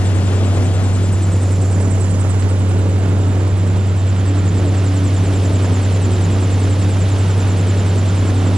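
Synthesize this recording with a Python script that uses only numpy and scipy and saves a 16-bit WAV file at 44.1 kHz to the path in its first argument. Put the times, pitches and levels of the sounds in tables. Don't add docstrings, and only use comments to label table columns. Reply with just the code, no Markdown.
import sys
import numpy as np
from scipy import signal
from scipy.fft import rfft, irfft, next_fast_len
from scipy.io import wavfile
from scipy.ndimage import map_coordinates

SR = 44100
rng = np.random.default_rng(int(sys.argv[2]) if len(sys.argv) > 2 else 0)


def master_out(mix):
    frames = np.transpose(np.atleast_2d(mix))
    ceiling = np.clip(frames, -1, 1)
    pcm = np.round(ceiling * 32767).astype(np.int16)
    wavfile.write(sys.argv[1], SR, pcm)


N = 377937

# (time [s], crank speed [revolutions per minute])
ENGINE_SPEED = [(0, 1425), (1.2, 1429.5), (2.5, 1427), (3.3, 1434), (6.6, 1438), (7.3, 1451), (8.57, 1441)]
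GEAR_RATIO = 2.339
# (time [s], bearing of the stern leftwards from the lens [degrees],
# share of the propeller hidden by the holder's body [0-1])
CAMERA_SWING = [(0, 80, 0), (.85, 100, 0), (1.45, 182, 0), (2.3, 262, 0), (2.75, 300, .7), (3.9, 325, 1),
                (5.35, 343, 0), (8.57, 343, 0)]
# (frequency [Hz], correlation [-1 to 1])
STEREO_LIKENESS = [(30, 0.28), (100, 0.71), (350, 1), (700, 0.77), (1300, 0.44), (2800, 0.86), (4000, 1),
                   (5000, 0.68), (6500, 0.18), (8300, 0.14), (10000, 0.08), (14000, 0.18)]

# (multiple of crank speed [ratio], level [dB])
EXHAUST_LINES = [(2.5, -50), (3.5, -59), (4.5, -32), (5, -44), (5.5, -40), (6.5, -42.5), (7, -33),
                 (7.5, -43), (8, -36.5), (8.5, -38), (9.5, -42), (11, -44), (12.5, -45), (14.5, -46.5),
                 (15.5, -42.5)]
# (time [s], level [dB])
BLARE_LEVEL = [(0, -41), (.55, -33), (.8, -40), (1.4, -39), (1.75, -33.5), (2.2, -35.5), (3.35, -30.5),
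               (4.08, -44), (4.3, -24.5), (4.52, -38), (4.64, -28), (5.4, -28.5), (5.8, -32), (6.15, -38),
               (6.35, -30), (7.1, -32), (7.35, -40), (8.1, -38), (8.42, -30.5)]
# (time [s], level [dB])
GROWL_LEVEL = [(0, -38), (.65, -33), (1.2, -39), (2.9, -37), (4, -45), (5.3, -39), (5.6, -33.5),
               (6.45, -33.5), (7, -44), (7.45, -33.5), (8.5, -30.5)]
# (frequency [Hz], relative density [dB per Hz])
RUMBLE_SPECTRUM = [(15, -48), (30, -36), (55, 0), (80, 4.5), (130, -7), (180, -2.5), (300, -8), (500, -24),
                   (900, -60)]

# (multiple of blade rate [ratio], level [dB])
BLADE_LINES = [(1, -40.5), (2, -38.5), (3, -38.5), (4, -40), (5, -43.5), (6, -41.5), (8, -40), (9, -44.5),
               (10, -42.5), (11, -42.5), (12, -48), (13, -46.5), (14, -49), (15, -48.5), (16, -52)]
# (time [s], level [dB])
CHOP_LEVEL = [(0, -27), (.6, -26), (1.15, -30.5), (1.8, -27), (2.3, -29), (2.8, -26.5), (3.35, -27.5),
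              (3.95, -30.5), (4.45, -30), (4.68, -24.5), (4.9, -31), (5.5, -26), (5.85, -28), (6.45, -27),
              (7.1, -28), (8.4, -26.5)]
# (frequency [Hz], relative density [dB per Hz])
CHOP_SPECTRUM = [(90, -48), (160, 6.5), (260, -1), (400, 1.5), (600, -3.5), (900, -13), (1500, -29.5),
                 (4000, -54)]

# (frequency [Hz], relative density [dB per Hz])
RUSH_SPECTRUM = [(300, -38), (650, 4.5), (950, 1), (1300, 0), (1900, -4.5), (2800, -10), (4000, -26),
                 (7000, -56)]
# (frequency [Hz], relative density [dB per Hz])
HISS_SPECTRUM = [(1000, -20), (2000, 1.5), (3000, 5.5), (3700, 4.5), (4400, 1), (5500, -3.5), (8000, -42)]
# (frequency [Hz], relative density [dB per Hz])
FIZZ_SPECTRUM = [(2500, -34), (4300, -3), (5200, 1), (6300, 3), (7200, 0.5), (8100, -3.5), (9000, -2.5),
                 (10100, -3.5), (11000, -9.5), (12000, -18), (14200, -19)]

# (position [turns], pitch [Hz])
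WHISTLE_GLIDE = [(0, 8400), (.17, 10400), (.25, 8900), (.32, 8450), (.39, 8220), (.46, 7950), (.56, 7550),
                 (.68, 7250), (.82, 7020), (1, 7050)]
GLIDE_START_TURNS, GLIDE_TURNS_PER_DEGREE = .2, -.00048
WANDER_DB, WANDER_HZ, WAVER_HZ = 1.0, 110, 110
# (time [s], coming left [dB], coming right [dB],
# going left [dB], going right [dB], crest of the going flare [turns])
WHISTLE_FLARES = [(0, -41.5, -41.5, -35.2, -36.7, .6), (.85, -41, -40.5, -35, -37, .6),
                  (1.15, -37, -33.5, -39, -36, .6), (1.45, -38, -31.8, -44.5, -41, .7),
                  (1.95, -40.5, -29.8, -44.5, -34, .75), (2.35, -39.5, -30.3, -45, -41, .73),
                  (2.65, -39.5, -39, -45.5, -43.5, .7), (3, -41.5, -46, -46.5, -45.5, .69),
                  (3.7, -43, -45, -45, -42, .69), (4.3, -42.5, -44.5, -39.5, -35.5, .71),
                  (4.65, -40, -42.5, -40, -35.5, .71), (5.1, -37, -39.5, -36.2, -37.8, .69),
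                  (6.3, -36.8, -37, -36.2, -37.8, .69), (7.3, -38, -39, -37.5, -38, .69),
                  (8, -39.5, -40, -40, -36, .69), (8.57, -43, -40.5, -39.5, -37, .69)]
COMING_CREST_TURNS, COMING_RISE_TURNS, COMING_FALL_TURNS = .39, .115, .15
GOING_RISE_TURNS, GOING_FALL_TURNS = .23, .13
COMING_SHARE, COMING_SHARE_AHEAD, GOING_SHARE = .28, .14, .7
COMING_LAG = 3
# (frequency [Hz], gain [dB])
PORT_DIP = [(8400, 0), (9100, -11), (10500, -13), (11500, -20)]
# (frequency [Hz], relative density [dB per Hz])
SWISH_SPECTRUM = [(5200, -20), (6700, 0), (8400, -1), (10200, -5), (11300, -26)]
SWISH_DB, SWISH_LEAD_TURNS = -10.5, .06
# (frequency [Hz], relative density [dB per Hz])
SIZZLE_SPECTRUM = [(8300, -25), (9500, -2), (10200, 0), (10900, -9), (11600, -25)]
SIZZLE_TURNS = .35

# (time [s], level [dB], left over right [dB])
CAGE_HISS = [(0, -46.5, -.5), (.6, -45.5, .5), (1.1, -46, -2.5), (1.55, -45, -5), (2, -45.5, -10),
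             (2.7, -46.5, -2.5), (3.4, -47.5, -1), (4.1, -50, -.5), (5.3, -50.3, 3), (7, -50.3, 3),
             (8.57, -52, 0)]
# (time [s], starting level [dB], time to fall 60 dB [s])
FINGER_TAP = (2.423, -30.5, .09)
# (frequency [Hz], relative density [dB per Hz])
CASE_SPECTRUM = [(300, -10), (800, 7), (1700, 7), (2800, -1), (4700, 0), (6500, -8), (10000, -28)]
TOP_HZ = 14400


def amp(db):
    return 10 ** (np.asarray(db) / 20)


def unit(x):
    return x / np.sqrt(np.mean(x ** 2) + 1e-20)


def along(points, hz):
    f, v = np.transpose(points)
    return np.interp(np.log(hz + 1), np.log(f + 1), v)


def curves(rows):
    s, *columns = np.transpose(rows)
    return [np.interp(np.arange(N) / SR, s, column) for column in columns]


def wobble(rate):
    coarse = np.linspace(0, N * rate / SR, N // 20)
    knots = rng.standard_normal(N // 20)
    smooth = map_coordinates(knots, [coarse])
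    return np.interp(np.arange(N) * rate / SR, coarse, smooth)


def filtered(x, response):
    m = next_fast_len(N + SR // 2)
    return irfft(rfft(x, m) * response(np.fft.rfftfreq(m, 1 / SR)), m)[..., :N]


def panned(x, pan_db):
    return x * amp(np.array([[1], [-1]]) * pan_db / 2)


def air(spectrum):
    def mid_side_gains(hz):
        turn = np.arccos(np.clip(along(STEREO_LIKENESS, hz), -1, 1)) / 2
        return amp(along(spectrum, hz)) * [np.cos(turn), np.sin(turn)]

    mid, side = filtered(rng.standard_normal((2, N)), mid_side_gains)
    return unit(np.array([mid + side, mid - side]))


def puffs(cycles, depth_db, scatter_db):
    size_db = scatter_db * rng.standard_normal(SR)[cycles.astype(int)]
    return unit(amp((depth_db + size_db) * np.sin(np.pi * cycles) ** 2))


def lines(table, cycles, unsteady, rate):
    total = np.zeros(N)
    for multiple, db in table:
        order = np.round(2 * multiple) / 2
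        angle = 2 * np.pi * (order * cycles + rng.random())
        in_step = (1 + unsteady * wobble(rate)) * np.sin(angle)
        out_of_step = unsteady * wobble(rate) * np.cos(angle)
        total += amp(db) * (in_step + out_of_step)
    return total * np.sqrt(2)


def flare(turns, crest, rise, fall):
    off = (turns - crest + .5) % 1 - .5
    return np.exp(-(off / np.where(off < 0, rise, fall)) ** 2)


def pose():
    degrees, hidden = curves(CAMERA_SWING)
    return np.cos(np.radians(degrees)), np.sin(np.radians(degrees)), hidden


def pickup(db, ahead_db, left_db, hidden_db=0):
    ahead, left, hidden = pose()
    return db + ahead_db * ahead + left_db * left + hidden_db * hidden


def ports(x, shade_db, lag):
    left = pose()[1]
    shifted = [map_coordinates(ear, [np.arange(N) + sign * lag * left / 2], order=3)
               for ear, sign in zip(x, (1, -1))]
    return panned(np.array(shifted), shade_db * left)


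def exhaust(crank):
    firing = crank * 4
    drone = np.sqrt(2) * amp(-14.0 + 0.17 * wobble(13)) * np.sin(2 * np.pi * firing)
    blare = amp(curves(BLARE_LEVEL)[0]) * lines([(12, 0)], crank, unsteady=.28, rate=9)
    growl = amp(curves(GROWL_LEVEL)[0]) * lines([(10.5, 0)], crank, unsteady=.5, rate=8)
    surge = unit(amp(1.2 * wobble(22)))
    burble = surge * lines(EXHAUST_LINES, crank, unsteady=0.24, rate=9)
    pulses = puffs(firing, depth_db=11.0, scatter_db=0.5)
    rumble = amp(-28.5) * surge * air(RUMBLE_SPECTRUM) * pulses
    engine = drone + blare + growl + burble + rumble
    return ports(panned(engine, pan_db=-.55), shade_db=.3, lag=16)


def propeller(passes):
    chop_db, = curves(CHOP_LEVEL)
    thud_gain = amp(.5 * (chop_db - chop_db.mean()))
    thud = thud_gain * lines(BLADE_LINES, passes, unsteady=.4, rate=7)
    throb = puffs(passes, depth_db=2.6, scatter_db=1.2)
    chop = amp(chop_db + 0.25 * wobble(9.8)) * air(CHOP_SPECTRUM) * throb
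    return ports(thud + panned(chop, pan_db=-0.3), shade_db=0.5, lag=4.7)


def slipstream(passes):
    flutter = puffs(passes, depth_db=.7, scatter_db=1.4)
    rush_db = pickup(-34.0, ahead_db=1.4, left_db=1.5, hidden_db=-1.85) + 0.45 * wobble(12)
    rush = amp(rush_db) * air(RUSH_SPECTRUM) * flutter
    hiss_db = pickup(-40.5, ahead_db=3.0, left_db=1.5, hidden_db=-3.0) + 0.15 * wobble(11)
    hiss_pulse = puffs(2 * passes, depth_db=1.0, scatter_db=1.3)
    hiss = amp(hiss_db) * air(HISS_SPECTRUM) * hiss_pulse
    fizz_db = pickup(-42.0, ahead_db=0.5, left_db=0.5, hidden_db=-4.0) + 0.2 * wobble(6.0)
    fizz = amp(fizz_db) * air(FIZZ_SPECTRUM) * flutter
    placed_rush = ports(panned(rush, pan_db=-3), shade_db=8, lag=5)
    placed_hiss = ports(panned(hiss, pan_db=0.5), shade_db=5, lag=2.85)
    placed_fizz = ports(panned(fizz, pan_db=-1.5), shade_db=2.5, lag=2.66)
    return placed_rush + placed_hiss + placed_fizz


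def breathy(hz, share, halo_db, halo_hz):
    waver = WAVER_HZ * np.array([wobble(500) for path in range(3)])
    angle = 2 * np.pi * np.cumsum(hz + waver, axis=1) / SR
    a, b = filtered(rng.standard_normal((2, 3, N)), lambda f: 1 / (1 + (f / halo_hz) ** 4))
    halo = unit(a * np.cos(angle) + b * np.sin(angle))
    direct, *scattered = unit(unit(np.sin(angle)) + amp(halo_db) * halo)
    return np.sqrt(share) * direct + np.sqrt(1 - share) * np.array(scattered)


def deck(x, t60):
    t = np.arange(SR // 8) / SR
    tail = rng.standard_normal((2, len(t))) * amp(-60 * t / t60)
    return signal.fftconvolve(x, tail / np.linalg.norm(tail[0]), axes=1)[:, :N]


def whistle(turns):
    degrees = curves(CAMERA_SWING)[0]
    *levels_db, going_crest = curves(WHISTLE_FLARES)
    coming_gain, going_gain = amp(levels_db[:2]), amp(levels_db[2:])
    blade = turns - GLIDE_START_TURNS - GLIDE_TURNS_PER_DEGREE * degrees
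    hz = np.interp(blade % 1, *np.transpose(WHISTLE_GLIDE)) + WANDER_HZ * wobble(45)

    coming_share = COMING_SHARE + COMING_SHARE_AHEAD * pose()[0]
    coming = breathy(hz, coming_share, halo_db=2, halo_hz=650)
    coming = np.array([coming[0], np.roll(coming[1], COMING_LAG)])
    going = ports(breathy(hz, GOING_SHARE, halo_db=-1, halo_hz=420), shade_db=0, lag=2.8)
    coming_flare = flare(blade, COMING_CREST_TURNS, COMING_RISE_TURNS, COMING_FALL_TURNS)
    going_flare = flare(blade, going_crest, GOING_RISE_TURNS, GOING_FALL_TURNS)
    tone = coming_gain * coming * coming_flare + going_gain * going * going_flare
    heard = filtered(tone, lambda f: amp(along(PORT_DIP, f)))
    heard = heard + amp(-12) * deck(heard, t60=.06)

    swish_flare = flare(blade, COMING_CREST_TURNS - SWISH_LEAD_TURNS, rise=.12, fall=.14)
    swish = amp(SWISH_DB) * coming_gain * air(SWISH_SPECTRUM) * swish_flare
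    sizzle_flare = flare(2 * (blade - SIZZLE_TURNS), 0, rise=.27, fall=.27)
    sizzle_db = pickup(-53, ahead_db=-1, left_db=0, hidden_db=-3)
    sizzle = amp(sizzle_db) * air(SIZZLE_SPECTRUM) * sizzle_flare
    return amp(WANDER_DB * wobble(40)) * (heard + swish + panned(sizzle, pan_db=-4))


def cage(hz, width_hz):
    level_db, pan_db = curves(CAGE_HISS)
    noise = rng.standard_normal((3, N))
    direct, *scattered = filtered(noise, lambda f: np.exp(-((f - hz) / width_hz) ** 2))
    band = ports(direct + np.array(scattered), shade_db=0, lag=2.9)
    return panned(amp(level_db + 1.2 * wobble(16)) * unit(band), pan_db)


def tap():
    s, db, t60 = FINGER_TAP
    age = np.arange(N) / SR - s
    decay = amp(db - 60 * np.abs(age) / t60) * (age > 0)
    return panned(decay * air(CASE_SPECTRUM), pan_db=-6)


def scene():
    rpm, = curves(ENGINE_SPEED)
    crank = np.cumsum(rpm) / 60 / SR
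    turns = crank / GEAR_RATIO
    passes = turns * 4
    machine = exhaust(crank) + propeller(passes) + slipstream(passes) + whistle(turns)
    return machine + cage(hz=7300, width_hz=680) + tap()


def record(dry):
    rounded = dry / (1 + np.abs(dry / .66) ** 8) ** (1 / 8)
    return filtered(rounded, lambda hz: (hz < TOP_HZ) / np.sqrt(1 + (27 / (hz + 1)) ** 8))


dry = scene()
out = record(dry)
master_out(out)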